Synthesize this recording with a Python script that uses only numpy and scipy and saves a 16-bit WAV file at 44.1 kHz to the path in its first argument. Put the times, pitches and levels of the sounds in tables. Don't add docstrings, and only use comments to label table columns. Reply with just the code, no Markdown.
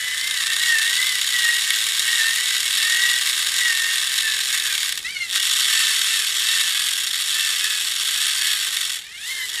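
import sys
import numpy as np
from scipy import signal
from scipy.fft import rfft, irfft
from scipy.io import wavfile
from scipy.ndimage import uniform_filter1d

SR = 44100
rng = np.random.default_rng(int(sys.argv[2]) if len(sys.argv) > 2 else 0)


def pcm_store(signal):
    levels = np.round(np.clip(np.atleast_2d(signal), -1, 1) * 32767)
    wavfile.write(sys.argv[1], SR, levels.astype(np.int16).T)


def invert_db(level):
    return 10 ** (np.asarray(level, dtype=float) / 20)


N = 423342
REVERSAL_S = 5.2

# frequency in Hz, strength in dB per Hz.
ROOM = [(15, -36), (25, -1.5), (48, -3), (284, -9), (401, -6.5), (549, -9), (741, -7.5), (900, -3),
        (1170, -24), (1980, -120)]
# pitch in Hz, width in Hz, level in dB forward, level in dB backward.
BOARD = [(405.2, 31, -13, -8), (478, 20, -7.5, -16)]
# time in seconds, turns per second, share of smooth sliding noise from 0 to 1.
ROTOR = [(0, 29.4, 0.75), (.4, 31.3, 0.46), (1.2, 33, 0.58), (2.3, 40, 0.64), (4.4, 44.6, 0.5),
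         (4.8, 37, 0.55), (5.03, 25.5, .45), (5.25, 24, 0.73), (5.33, 38.8, 0.18), (5.5, 44.4, .41),
         (5.9, 37.6, 0.76), (7.1, 45.4, 0.36), (7.35, 48.8, .58), (7.7, 40.7, 0.54), (8.65, 52.3, 0.47),
         (9.02, 40, 0.43), (9.3, 28, 0.82), (9.6, 25, 0.36)]
# time in seconds, level in dB.
EFFORT = [(0, -29.5), (.35, -25), (.72, -23.5), (1.2, -24), (1.45, -24), (3.33, -24), (3.45, -23.5),
          (4.2, -26), (4.65, -24.5), (5.36, -24), (5.8, -22), (6.35, -24.5), (6.55, -23.5), (7.0, -26),
          (8.3, -25), (8.85, -26.5), (9.45, -32), (9.6, -24.5)]
# lets go at (seconds), fall in seconds, grips again at (seconds),
# rise in seconds, depth in dB.
PAUSES = [
    (4.85, .2, 5.27, .065, -11),
    (8.95, .1, 9.14, .15, -13),
]
# start in seconds, length in seconds, level in dB.
BEARING = [
    (-.1, 0.63, -35),
    (9.358, .1, -33),
    (9.47, .2, -43),
]
# start in seconds, length in seconds,
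# tooth rate in Hz at the start, tooth rate in Hz at the end, whine level in dB.
PUSHES_FORWARD = [(0.0, .2, 990, 1012, -29), (.2, .11, 1015, 1058, -29), (.31, .13, 1050, 905, -30),
                  (.46, .12, 893, 915, -29), (.6, .08, 935, 945, -24), (.67, .13, 945, 884, -16),
                  (.8, .13, 884, 965, -22), (.97, .1, 985, 1048, -23), (1.07, .12, 1048, 965, -27),
                  (1.33, .12, 980, 950, -23), (1.42, .15, 928, 955, -18), (1.68, .11, 930, 955, -28),
                  (2.07, .12, 945, 945, -22), (2.18, .14, 895, 915, -20), (2.34, .16, 940, 1010, -30),
                  (2.5, .08, 1010, 960, -31), (2.8, .12, 900, 935, -24), (2.9, .28, 935, 965, -21),
                  (3.61, .14, 980, 905, -20), (3.74, .23, 908, 935, -25), (4.0, .22, 875, 890, -36),
                  (4.24, .1, 888, 862, -23), (4.5, .14, 850, 880, -34), (4.64, .12, 880, 765, -33)]
# start in seconds, length in seconds,
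# tooth rate in Hz at the start, tooth rate in Hz at the end, whine level in dB.
PUSHES_BACKWARD = [(5.34, .12, 935, 935, -30), (5.72, .21, 870, 880, -27), (5.95, .13, 860, 885, -39),
                   (6.1, .13, 905, 840, -29.5), (6.44, .23, 890, 870, -28), (6.72, .2, 830, 820, -35),
                   (7.33, .21, 870, 865, -29), (7.6, .2, 840, 840, -31), (8.15, .2, 845, 860, -33),
                   (8.4, .17, 850, 820, -31), (8.62, .3, 780, 740, -48)]
# time in seconds, tooth rate in Hz, level in dB.
COAST = [(5.035, 600, -27), (5.1, 744, -32.5), (5.13, 790, -34), (5.152, 741, -34), (5.168, 730, -25),
         (5.19, 712, -42), (5.21, 707, -29), (5.24, 692, -27), (5.3, 644, -52)]
# time in seconds, tooth rate in Hz, level in dB.
RESTART = [(9.02, 525, -45), (9.16, 728, -40), (9.25, 927, -32), (9.3, 1032, -31), (9.35, 1065, -35),
           (9.4, 1036, -30), (9.45, 1017, -27), (9.48, 1000, -51), (9.6, 939, -24.5)]
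# multiple of the tooth rate, level in dB coasting, in dB restarting.
FREE_TEETH = [(2, -3, 0), (3, 0, -1), (4, -2, 0), (5, -7, -2), (6, 2, -4), (7, -7, -3), (8, -5, -2),
              (9, -7, -3), (10, -8, -3), (11, -8, -3), (12, -6, -3), (14, -5, -8)]
# frequency in Hz, level in dB.
FREE_COLOUR = [(1000, -27), (1550, -12), (2120, 0), (2450, -6), (2900, -6), (4500, -12), (6000, -15),
               (11000, -21)]
# place in the turn from 0 to 1, strength in dB.
CONTACTS_FORWARD = [
    (0, -8.5),
    (.3, 7.5),
    (.64, -11.5),
]
# place in the turn from 0 to 1, strength in dB.
CONTACTS_BACKWARD = [
    (0, 2.5),
    (.2, 2.5),
    (.4, -13.5),
    (.6, -2.5),
    (.8, -20),
]
# time in seconds, peak in dB.
CRANK_KNOCKS = [(1.47, -28), (1.704, -10), (1.9942, -5.5), (3.2695, -9), (4.1783, -6.5), (4.2224, -19),
                (4.3472, -24), (4.829, -15), (4.856, -20), (4.883, -16), (4.892, -13), (4.924, -12),
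                (4.9747, -9), (5.356, -8), (5.428, -20), (5.511, -19), (6.0148, -6), (7.6419, -10),
                (8.769, -11), (9.543, -20)]
# pitch in Hz, width in Hz, level in dB forward, in dB backward.
CASE = [(1168, 182, -13.5, -14.5), (1308, 107, -15, -12.5), (1562, 71, -5.5, -7), (1831, 103, -1.5, -4.5),
        (1998, 120, -3.5, -5), (2212, 73, -3, -5), (2712, 290, -6, -6), (3133, 180, -2, -0.5),
        (3408, 154, 1, 2), (3770, 160, 2, 0), (4064, 87, -1, -3), (4490, 172, -3.5, -3),
        (5007, 350, -7.5, -9.5), (5360, 320, -4.5, -4.5), (5890, 440, -10.5, -10), (6767, 260, -5, -6),
        (7720, 580, -7, -6.5), (8540, 820, -8.5, -8), (9430, 390, -7, -8), (10100, 330, -12.5, -12.5),
        (11450, 930, -12.5, -12), (12940, 1600, -22.5, -23.5), (14740, 660, -18.5, -20)]


def rms_one(x):
    return x / np.sqrt(np.mean(x ** 2) + 1e-20)


def in_time(rows):
    s, *columns = np.transpose(rows)
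    return [np.interp(np.arange(N) / SR, s, c) for c in columns]


def by_way(pair):
    return np.where(np.arange(N) < REVERSAL_S * SR, *pair)


def during(table):
    s = np.arange(N) / SR
    return np.clip(np.minimum(s - table[0][0], table[-1][0] + .02 - s) / .02, 0, 1)


def drift(rate_hz):
    r = np.exp(-2 * np.pi * rate_hz / SR)
    noise = rng.standard_normal(N + SR)
    return rms_one(signal.lfilter([1], [1, -2 * r, r * r], noise)[SR:])


def resonate(x, hz, width_hz):
    r = np.exp(-np.pi * width_hz / SR)
    feedback = [1, -2 * r * np.cos(2 * np.pi * hz / SR), r * r]
    return signal.lfilter(np.array([1, 0, -1]) * (1 - r * r) / 2, feedback, x)


def swells(start, length, db, idle_db):
    bite, swell_db, let_go_db_per_s = .3, 6.5, 273
    s = np.arange(0, N, 32) / SR
    out = idle_db
    for a, d, top in zip(start, length, db):
        below_top = swell_db * np.interp(s, [a, a + bite * d, a + d], [1, 0, 1]) ** 2
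        seconds_outside = np.maximum(np.abs(s - a - d / 2) - d / 2, 0)
        out = np.maximum(out, top - below_top - let_go_db_per_s * seconds_outside)
    return np.interp(np.arange(N), np.arange(0, N, 32), out)


def pauses(shares=(1, 1)):
    s = np.arange(N) / SR
    total_db = 0
    for share, (off, fall, on, rise, db) in zip(shares, PAUSES):
        eased = np.clip(np.minimum((s - off) / fall, (on + rise - s) / rise), 0, 1)
        total_db = total_db + share * db * eased
    return total_db


def strokes():
    start, length, from_hz, to_hz, db = np.transpose([*PUSHES_FORWARD, *PUSHES_BACKWARD])
    bulge_hz = np.where(start < REVERSAL_S, 0.095, 29.75)
    s = np.stack([start, start + length / 2, start + length], axis=1).ravel()
    hz = np.stack([from_hz, (from_hz + to_hz) / 2 + bulge_hz, to_hz], axis=1).ravel()
    tooth_hz = np.interp(np.arange(N) / SR, np.maximum.accumulate(s), hz)
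    whine_db = swells(start, length, db, idle_db=-48.5) + by_way((-1, -2.5))
    return uniform_filter1d(tooth_hz, size=SR // 40), whine_db


def effort(whine_db):
    smooth_s = 0.19
    load_db = uniform_filter1d(whine_db, size=int(smooth_s * SR)) - by_way((-30.0, -38.0))
    return in_time(EFFORT)[0] + by_way((0.045, 0.072)) * load_db + pauses()


def extra_effort(case_db):
    usual_db = -25
    return case_db - usual_db


def room_tone(case_db):
    hz = np.maximum(np.arange(N // 2 + 1) * SR / N, 1)
    room_hz, room_db = np.transpose(ROOM)
    noise = rfft(rng.standard_normal(N)) * invert_db(np.interp(np.log(hz), np.log(room_hz), room_db))
    upper_share = 1 / (1 + (250 / hz) ** 4)
    deep = rms_one(irfft(noise * (1 - upper_share), N))
    upper = rms_one(irfft(noise * upper_share, N))
    for board_hz, width_hz, *db in BOARD:
        hum = resonate(rng.standard_normal(N), board_hz, width_hz)
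        upper = upper + invert_db(by_way(db)) * rms_one(resonate(hum, board_hz, width_hz))
    deep_db = by_way((-60.5, -63)) - pauses((.3, .02))
    upper_db = by_way((-56.5, -57.5)) + 0.41 * extra_effort(case_db)
    return invert_db(deep_db) * deep + invert_db(upper_db) * upper


def reflections(x, t60_s, wet_db):
    t = np.arange(int(.3 * SR)) / SR
    tail = rng.standard_normal(len(t)) * invert_db(-60 * t / t60_s) * (t > .003)
    return invert_db(wet_db) * signal.fftconvolve(x, tail / np.sqrt(np.sum(tail ** 2)))[:N]


def bearing():
    hz, width_hz = 1764, 170
    sing = resonate(resonate(rng.standard_normal(N), hz, width_hz), hz, width_hz)
    return invert_db(swells(*np.transpose(BEARING), idle_db=-51.5)) * rms_one(sing)


def whine(tooth_hz, multiples, levels_db, wobble, flutter_db, first_db, throb, part):
    rotor = 2 * np.pi * np.cumsum(in_time(ROTOR)[0]) / SR
    shaken_hz = tooth_hz * (1 + wobble * drift(42.66))
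    phase = (2 * np.pi * np.cumsum(shaken_hz) / SR + throb * np.sin(rotor))[part]
    flutter = drift(98)
    lines = invert_db(levels_db[0] + first_db) * np.sin(phase)
    for k, db in zip(multiples, levels_db):
        own_flutter = np.minimum(np.roll(flutter, k * 9000)[part], 1.5)
        level_db = db + flutter_db * np.sqrt(k / 2) * own_flutter
        lines = lines + invert_db(level_db) * np.sin(k * phase + k * k)
    out = np.zeros(N)
    out[part] = np.sqrt(2) * lines
    return out


def free_whine(table, teeth_db, wobble, flutter_db, throb):
    tooth_hz, level_db = in_time(table)
    part = during(table) > 0
    hz, colour_db = np.transpose(FREE_COLOUR)
    multiples = [round(row[0]) for row in FREE_TEETH]
    levels = []
    for k, db in zip(multiples, teeth_db):
        through_db = np.interp(np.log(k * tooth_hz[part]), np.log(hz), colour_db)
        levels.append(level_db[part] + db + through_db)
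    stack = whine(tooth_hz, multiples, levels, wobble, flutter_db, first_db=-22.5, throb=throb, part=part)
    return during(table) * stack


def mesh(tooth_hz, whine_db):
    second_db = whine_db + pauses()
    third_db = by_way((-37.0, -32.0)) + by_way((.4, 1.0)) * (second_db + 30) + pauses()
    fourth_db = second_db + by_way((-27, -15))
    unsteady_hz = tooth_hz * (1 + 0.002855 * drift(12.0))
    loaded = whine(unsteady_hz, (2, 3, 4), [second_db, third_db, fourth_db], wobble=0.00504, flutter_db=2.5,
                   first_db=-29.0, throb=0.23, part=slice(N))
    _, coasting_db, restarting_db = np.transpose(FREE_TEETH)
    coasting = free_whine(COAST, coasting_db, wobble=0.0032, flutter_db=3.5, throb=.14)
    restarting = free_whine(RESTART, restarting_db, wobble=.012, flutter_db=3.0, throb=.35)
    return (1 - during(COAST) - during(RESTART)) * loaded + coasting + restarting


def contacts(turns_per_s, stray_per_s, jitter_s, spread_db, stray_db):
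    turn = np.cumsum(turns_per_s) / SR
    places, sizes = [], []
    for pattern, forward in ((CONTACTS_FORWARD, True), (CONTACTS_BACKWARD, False)):
        for place, level_db in pattern:
            at = np.searchsorted(turn, np.arange(int(turn[-1])) + place)
            at = at[(at < REVERSAL_S * SR) == forward]
            places.append(at)
            sizes.append(np.full(len(at), float(level_db)))
    locked = np.concatenate(places)
    luck = rng.standard_normal((2, N))
    locked = np.clip(locked + (jitter_s * SR * luck[0, locked]).astype(int), 0, N - 1)
    strays = np.flatnonzero(rng.random(N) < stray_per_s / SR)
    at = np.concatenate([locked, strays])
    db = np.concatenate(sizes + [np.full(len(strays), stray_db)])
    return at, invert_db(db + spread_db * np.clip(luck[1, at], -2, 2))


def rattle(case_db, burst_s, tick, crowd, patchy_db, knock_db):
    extra_db = np.clip(extra_effort(case_db), -8, 8)
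    dull_db = pauses((0.043, 0.13))
    bright_db = -3 - 0.072 * extra_db + dull_db
    top_db = -10.5 - 0.24 * extra_db + 2 * dull_db
    turns_per_s, smooth = in_time(ROTOR)
    smooth = np.clip(smooth, 0, 1)
    stray_per_s = 8.0 * turns_per_s * invert_db(1.1 * np.minimum(extra_db, 0))
    at, size = contacts(turns_per_s, stray_per_s, jitter_s=.0004, spread_db=1.8, stray_db=-5.0)
    knock_s, peak_db = np.transpose(CRANK_KNOCKS)
    knock_at = (knock_s * SR).astype(int)
    hard = np.zeros(N)
    hard[knock_at] = invert_db(peak_db + knock_db - case_db[knock_at])
    fade = np.exp(-1 / (burst_s * SR))
    hard = signal.lfilter([1], [1, -fade ** .5], hard)
    scrape = rng.choice([-1., 1.], N)
    sliding = rng.standard_normal((3, N))
    first_touch = np.isin(np.arange(N), np.concatenate([at, knock_at])) * scrape
    groups = np.zeros((4, N))
    for k, (hz, width_hz, *way_db) in enumerate(CASE):
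        blows = np.zeros(N)
        blows[at] = size * invert_db(3 * rng.uniform(-1, 1, N)[at])
        blows = np.tanh(signal.lfilter([1], [1, -fade], blows) / crowd)
        blows = rms_one(blows) + hard
        knocking = blows * scrape + tick * blows * first_touch
        drive = np.sqrt(1 - smooth ** 2) * knocking + smooth * sliding[k % 3]
        grip_db = patchy_db * drift(6.2)
        drive *= invert_db(by_way(way_db) + grip_db)
        group = np.searchsorted([1650, 5000, 9800], hz)
        groups[group] += (-1) ** k * resonate(drive, hz, width_hz)
    low, middle, bright, top = groups / np.std(groups[1])
    low = low * invert_db(1.2 + 0.1 * extra_db)
    return invert_db(case_db + 1.5) * (low + middle + bright * invert_db(bright_db + 2.5) + top * invert_db(top_db + 10.0))


def scene():
    tooth_hz, whine_db = strokes()
    case_db = effort(whine_db)
    gears = bearing() + mesh(tooth_hz, whine_db)
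    gears += rattle(case_db, burst_s=0.0017, tick=5.0, crowd=1.26, patchy_db=0.5, knock_db=-8.5)
    no_bass = signal.butter(4, 1020, "high", fs=SR, output="sos")
    gears = signal.sosfilt(no_bass, gears)
    return (room_tone(case_db) + reflections(gears, t60_s=0.22, wet_db=-14.0) + gears)[None]


def roll_off(x):
    return signal.sosfilt(signal.butter(12, 16030, fs=SR, output="sos"), x)


def record(dry):
    rounded = .7 * np.tanh(dry / .7)
    top_cut = signal.cheby2(12, 50, 15900, fs=SR, output="sos")
    finished = signal.sosfilt(top_cut, rounded)
    return roll_off(finished)


dry = scene()
out = record(dry)
pcm_store(out)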